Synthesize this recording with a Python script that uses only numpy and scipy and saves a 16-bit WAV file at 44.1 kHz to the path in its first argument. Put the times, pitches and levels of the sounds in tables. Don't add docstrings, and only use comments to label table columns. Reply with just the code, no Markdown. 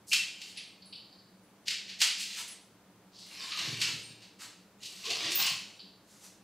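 import sys
import numpy as np
from scipy import signal
from scipy.fft import rfft, irfft
from scipy.io import wavfile
from scipy.ndimage import uniform_filter1d

SR = 44100
rng = np.random.default_rng(int(sys.argv[2]) if len(sys.argv) > 2 else 0)


def pcm_store(signal):
    levels = np.round(np.clip(np.atleast_2d(signal), -1, 1) * 32767)
    wavfile.write(sys.argv[1], SR, levels.astype(np.int16).T)


N = 283641
T = np.arange(N) / SR
HZ = np.maximum(np.fft.rfftfreq(2 * N, 1 / SR), 1)

# frequency_hz, gain_db
AIR_SPECTRUM = [(15, -58), (25, -30.5), (107, -17), (156, -17), (188, -2), (260, -18), (289, -14),
                (469, -15.5), (762, -19), (997, -20), (2230, -27.5), (9550, -38), (10400, -39),
                (15500, -43)]
# centre_hz, width_hz, gain_db
DRONE_BANDS = [(114.5, 9.4, -4.5), (187, 10.6, 1), (294, 25, -4.5)]
# frequency_hz, side_gain_db
AIR_SIDE = [(30, 1), (100, -35), (500, -18.5), (1000, -17.5), (3500, -4), (10000, 2)]
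# frequency_hz, t60_s
ROOM_DECAY = [(125, 0.42), (500, 0.47), (1320, 0.51), (3480, 0.6), (9000, 0.44), (15000, 0.26)]
# frequency_hz, side_gain_db
ECHO_SIDE = [(100, -31), (350, -32.5), (900, -21.5), (2000, -25.5), (4500, -19.5), (11000, -8.5),
             (15000, -19.5)]
# time_s, level_db
SHUFFLE_CURVE = [(6.04, -78), (6.111, -62), (6.2, -65.5), (6.246, -52), (6.28, -60), (6.33, -96)]
# frequency_hz, gain_db
SOLE_SPECTRUM = [(300, -13), (1000, 0.5), (3000, 1.5), (6500, 7.5), (10000, 1.5), (12000, -1), (14000, -13)]
# start_s, level_db
FRAME_BUMPS = [(3.60, -56), (3.67, -46.5), (3.72, -46), (3.83, -50), (3.925, -49), (4.09, -58), (4.83, -70),
               (5.21, -65), (5.50, -54.5)]
# pitch_hz, level_db, t60_s
FRAME_RING = [(115.4, 5.9, 0.42), (141, 2, 0.15), (155.3, 16.8, 0.11), (233, 6, 0.17)]
# start_s, energy_db
LINK_TOUCHES = [(.819, -22), (0.924, -14.5), (0.952, -18), (1.122, -24), (1.184, -26), (5.791, -17)]
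# pitch_hz, level_db, t60_s
LINK_RING = [(4020, -3, 0.17), (3940, -21, 0.34), (4490, -8, 0.12), (4590, -6.5, 0.067)]
# centre_hz, width_hz, gain_db
LINK_BANDS = [(2600, 750, -3.5), (3090, 90, -2.5), (4620, 1100, 0.5), (4710, 960, -3)]
# time_s, pitch_hz, level_db
SQUEAL_CURVE = [(5.34, 14300, -58), (5.357, 15000, -25), (5.38, 14900, -34.5), (5.405, 14900, -29),
                (5.425, 15100, -56)]
# start_s, length_s, pitch_hz, level_db
RUNNER_JUDDERS = [(3.378, 0.13, 1076, -52), (3.495, 0.085, 1260, -49), (4.018, 0.075, 8680, -50.5),
                  (5.035, .07, 1107, -48.5), (5.063, 0.064, 428.6, -42.5), (5.085, .07, 694, -47),
                  (5.182, 0.21, 342, -51), (5.38, 0.054, 820, -44.5), (5.459, 0.036, 1083, -44)]
# time_s, effort_db
FIRST_EFFORT = [(3.15, -73), (3.31, -53.5), (3.41, -40.5), (3.52, -45), (3.61, -37), (3.71, -40),
                (3.79, -45.5), (3.89, -38.5), (3.96, -60), (4.12, -74)]
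SECOND_EFFORT = [(4.782, -52), (4.86, -62), (5.0, -50), (5.08, -41), (5.25, -33.5), (5.35, -38.5),
                 (5.44, -32.5), (5.5, -44.5), (5.55, -48), (5.66, -71)]
# centre_hz, width_hz, gain_db
GROAN_BANDS = [(610, 510, 11), (850, 870, -19), (1090, 220, 18.5), (1240, 560, -13)]
RUMBLE_BANDS = [(155, 85, 11), (260, 33, -8), (340, 280, 11), (405, 160, -1), (560, 67, -29)]
# start_s, level_db
PIN_TAPS = [(.570, -51), (.856, -59), (1.43, -74), (2.481, -49)]
# pitch_hz, level_db, t60_s
PIN_RING = [(8330, -6, 0.4), (10150, 4.5, 0.16), (10730, -12, 0.29)]
# start_s, level_db
LATCH_THROWS = [(.114, -33.5), (.572, -61), (2.015, -56.5)]
# pitch_hz, level_db, t60_s
LATCH_RING = [(2390, -22, 0.073), (2446, 15.5, 0.03), (2687, 18.5, 0.04), (2833, 7.5, 0.065),
              (3078, 7.5, 0.083)]
# frequency_hz, gain_db
LATTICE_SPECTRUM = [(150, -62), (450, -19.5), (700, -16), (1100, -26), (1500, -17), (2000, -10), (2750, -2),
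                    (3500, -5), (4500, -2), (5800, -7), (7800, -10.5), (9500, -17), (12500, -23.5),
                    (15500, -31)]
# start_s, length_s, level_db, lowest_hz, treble_db
STEEL_RUBS = [(0.065, 0.098, -45.5, 4370, 11), (0.433, 0.11, -54.5, 1950, 5),
              (2.267, 0.19, -45.5, 1860, 0.5), (2.353, 0.08, -44.5, 920, 8.5),
              (2.474, 0.02, -49.5, 1954, 12), (3.113, 0.18, -50, 3500, -13), (3.847, 0.073, -44.5, 960, 3),
              (4.383, 0.088, -48, 1010, 6)]
# start_s, energy_db, decay_s, lowest_hz, treble_db
STEEL_BLOWS = [(.129, 4, 0.063, 1040, 2), (.415, -14.5, 0.054, 1880, -3.5), (.571, -11, 0.099, 1940, -16),
               (1.68, -1.5, 0.035, 1580, -4), (1.705, -5, 0.075, 1210, -4.5), (1.886, -12, 0.16, 1410, -9),
               (2.013, 7.5, 0.089, 910, 0.5), (2.191, -5.5, 0.21, 1850, 3.5),
               (3.515, -5.5, 0.11, 1020, -34), (3.588, -7.5, 0.052, 1000, -5),
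               (3.813, 2, 0.097, 1020, -2.5), (4.215, -23, 0.15, 975, -4), (4.829, -15, 0.073, 2570, -2),
               (4.854, -14, 0.075, 2600, 1.5), (5.051, -7, 0.13, 2340, -6), (5.102, -2, 0.072, 2370, -6.5),
               (5.314, -4, 0.106, 2650, 4.5), (5.393, -2, 0.092, 650, -3), (5.423, -7, 0.042, 3000, 5),
               (5.463, -2.5, 0.079, 980, 2)]


def undb(db):
    return 10 ** (np.asarray(db) / 20)


def unit(x):
    return x / np.sqrt(np.mean(x ** 2))


def at(points, hz):
    f, value = np.transpose(points)
    return np.interp(np.log(hz), np.log(f), value)


def add(track, s, sound):
    i = int(s * SR)
    track[i:i + len(sound)] += sound[:N - i]


def fade(times, db):
    return np.interp(T, times, np.ones(len(times)), 0, 0) * undb(np.interp(T, times, db))


def swell(s, length, db, softness=1.15):
    return undb(db) * np.abs(np.sin(np.pi * np.clip((T - s) / length, 0, 1))) ** softness


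def linger(x, decay_s):
    return signal.lfilter([1], [1, -np.exp(-1 / (decay_s * SR))], x)


def colour(x, gain):
    cepstrum = irfft(np.log(gain + 1e-6))[:N]
    cepstrum[1:] *= 2
    return irfft(rfft(x, 2 * N) * np.exp(rfft(cepstrum, 2 * N)))[:N]


def above(x, hz, order=6):
    return signal.sosfilt(signal.butter(order, hz, "high", fs=SR, output="sos"), x)


def resonances(bands):
    return unit(sum(undb(db) / (1 + ((HZ - f) / (width / 2 + 1)) ** 2 / 2) for f, width, db in bands))


def ring(modes, length_s=0.93):
    t = T[:int(length_s * SR)]
    return sum(undb(db - 60 * t / t60) * np.sin(2 * np.pi * (f * t + rng.random()))
               for f, db, t60 in modes)


def convolve(x, response):
    return signal.fftconvolve(x, response)[:N]


def taps(events):
    force = np.zeros(N)
    for s, db in events:
        add(force, s, undb([db]))
    return force


def strike(events, modes, rise_s):
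    response = ring(modes)
    onset = 1 - np.exp(-T[:len(response)] / rise_s)
    return convolve(taps(events), response * onset)


def grains(size, scatter_db):
    strength = np.repeat(rng.standard_normal(size // 32 + 1), 32)[:size]
    return unit(rng.standard_normal(size) * undb(scatter_db * strength))


def waver(depth_hz, smoothing):
    return depth_hz * unit(uniform_filter1d(rng.standard_normal(N), size=smoothing))


def background(air_db=-62, drone_db=-68):
    air = unit(colour(rng.standard_normal(N), undb(at(AIR_SPECTRUM, HZ))))
    drone = unit(colour(rng.standard_normal(N), resonances(DRONE_BANDS)))
    return undb(air_db) * air + undb(drone_db) * drone


def room(x, build_s=0.0052, gap_s=0.0026, size=32768, positions=44):
    t = T[:size]
    hz = np.fft.rfftfreq(size, 1 / SR) + 1
    octaves = np.arange(7, 15)
    bands = np.array([np.interp(np.log2(hz), octaves, row) for row in np.eye(len(octaves))])
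    onset = 1 - np.exp(-np.maximum(t - gap_s, 0) / build_s)
    decays = onset * undb(-60 * t / at(ROOM_DECAY, 2. ** octaves)[:, None])
    echoes, hop = np.zeros(N), N // positions
    window = np.sin(np.pi * np.arange(2 * hop) / (2 * hop))
    for i in range(0, N - hop, hop):
        band_noise = irfft(rfft(rng.standard_normal(size)) * bands)
        tail = (band_noise * decays).sum(axis=0)
        piece = x[i:i + 2 * hop] * window[:N - i]
        add(echoes, i / SR, signal.fftconvolve(piece, tail / np.linalg.norm(tail)))
    return echoes


def shuffle():
    grit = unit(colour(grains(N, scatter_db=1), undb(at(SOLE_SPECTRUM, HZ))))
    return fade(*np.transpose(SHUFFLE_CURVE)) * grit


def rattle(decay_s, rise_share=0.05, size=16384, lead=512):
    t = np.maximum(T[:size] - lead / SR, 0)
    envelope = (1 - np.exp(-t / (rise_share * decay_s))) * undb(-60 * t / decay_s)
    spectrum = rfft(grains(size, scatter_db=0.5) * envelope)
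    return irfft(spectrum / np.abs(spectrum))[lead:size - 4 * lead]


def clinks(db_per_octave=15, ring_db=-20):
    force = np.zeros(N)
    for s, db in LINK_TOUCHES:
        lowest_hz = 1340 * 2 ** (-db / db_per_octave)
        add(force, s, undb(db) * above(rattle(decay_s=0.08), lowest_hz))
    response = ring(LINK_RING)
    ringing = convolve(force, undb(ring_db) * response / np.linalg.norm(response))
    return colour(force + ringing, resonances(LINK_BANDS) / (1 + (HZ / 5000) ** 18))


def squeal():
    s, hz, db = np.transpose(SQUEAL_CURVE)
    pitch_hz = np.interp(T, s, hz) + waver(depth_hz=45, smoothing=200)
    return np.sqrt(2) * fade(s, db) * np.sin(2 * np.pi * np.cumsum(pitch_hz) / SR)


def judders():
    drift_hz = waver(depth_hz=50, smoothing=120)
    return sum(swell(s, length, db) * np.sin(2 * np.pi * np.cumsum(hz + drift_hz) / SR)
               for s, length, hz, db in RUNNER_JUDDERS)


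def jangle(count=3200, t60_s=0.019, range_db=10, lowest_hz=1400, octaves=3.2):
    links = np.zeros(N)
    t = T[:2000]
    for when, pitch, strength in rng.random((count, 3)):
        hz = lowest_hz * 2 ** (octaves * pitch)
        envelope = undb(range_db * strength - 60 * t / t60_s)
        add(links, when * (N - 1) / SR, envelope * np.sin(2 * np.pi * hz * t))
    return unit(links)


def driven(offset_db, exponent, full_db=-38.5, ease_s=0.046):
    gain = np.zeros(N)
    for s, db in map(np.transpose, (FIRST_EFFORT, SECOND_EFFORT)):
        moving = np.clip(np.minimum(T - s[0], s[-1] - T) / ease_s, 0, 1)
        gain += moving * fade(s, full_db + offset_db + exponent * (db - full_db))
    return gain


def slide(slips_per_s=170, crossover_hz=7000):
    slips = (rng.random(N) < slips_per_s / SR) * undb(rng.standard_normal(N))
    force = unit(grains(N, scatter_db=3.5) * (0.39 + linger(slips, decay_s=0.0037)))
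    links = undb(-5) * force + undb(-7) * jangle()
    high = colour(links, 1 / (1 + (crossover_hz / HZ) ** 4)) * driven(offset_db=1.1, exponent=0.42)
    low = colour(links, 1 / (1 + (HZ / crossover_hz) ** 4)) * driven(offset_db=0, exponent=0.97)
    groan = colour(force * driven(offset_db=-17.5, exponent=1.07), resonances(GROAN_BANDS))
    jolts = undb(-10) * linger(taps(FRAME_BUMPS), decay_s=0.069)
    rumble_gain = driven(offset_db=-27, exponent=0.86) + jolts
    rumble = colour(force * rumble_gain, resonances(RUMBLE_BANDS))
    return above(low + high, hz=880, order=3), above(groan + rumble, hz=84)


def latch():
    bar = convolve(strike(LATCH_THROWS, LATCH_RING, rise_s=0.0015), rattle(decay_s=0.077))
    return bar + strike(PIN_TAPS, PIN_RING, rise_s=0.0016)


def contact(force, lowest_hz, body_db, treble_db):
    hz = np.fft.rfftfreq(len(force), 1 / SR) + 1
    tilt_db = body_db * at([(1200, 1), (2400, 0)], hz) + treble_db * at([(4600, 0), (10000, 1)], hz)
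    return above(irfft(rfft(force) * undb(tilt_db), len(force)), lowest_hz)


def scrapes(body_db=17, size=16384):
    force = np.zeros(N)
    for s, length, db, lowest_hz, treble_db in STEEL_RUBS:
        rub = grains(size, scatter_db=3) * swell(0, length, db)[:size]
        add(force, s, contact(rub, lowest_hz, body_db, treble_db))
    return force


def clacks(body_db=5.5, size=8192):
    swell_lead_s, swell_db = 0.028, -46
    slack_lead_s, slack_db, slack_hz = 0.0095, -11.5, 1710
    force = np.zeros(N)
    for s, db, decay_s, lowest_hz, treble_db in STEEL_BLOWS:
        noise = grains(size, scatter_db=3) * swell(0, 2 * swell_lead_s, db + swell_db)[:size]
        add(force, s - swell_lead_s, contact(noise, slack_hz, body_db, treble_db))
        slack = contact(rattle(decay_s=0.048), slack_hz, body_db, treble_db)
        add(force, s - slack_lead_s, undb(db + slack_db) * slack)
        add(force, s, undb(db) * contact(rattle(decay_s), lowest_hz, body_db, treble_db))
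    return force


def bars(force):
    return colour(force, unit(undb(at(LATTICE_SPECTRUM, HZ))))


def scene(room_db=-1, chatter_direct_db=-3, bump_room_db=-6):
    blows = clacks() + scrapes()
    chatter, track = slide()
    small_parts = latch() + track + judders() + clinks() + squeal() + shuffle()
    bumps = strike(FRAME_BUMPS, FRAME_RING, rise_s=0.031)
    direct = bars(blows + undb(chatter_direct_db) * chatter) + small_parts + bumps
    echoes = undb(room_db) * room(bars(blows + chatter) + small_parts + undb(bump_room_db) * bumps)
    mid = direct + echoes + background()
    side = colour(np.roll(echoes, 331), undb(at(ECHO_SIDE, HZ)))
    side += colour(background(), undb(at(AIR_SIDE, HZ)))
    return np.array([mid + side, mid - side])


def record(dry, hiss_db=-75, top_hz=15650):
    noisy = dry + undb(hiss_db) * rng.standard_normal(dry.shape)
    return signal.sosfilt(signal.ellip(12, .2, 80, top_hz, fs=SR, output="sos"), noisy)


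dry = scene()
out = record(dry)
pcm_store(out)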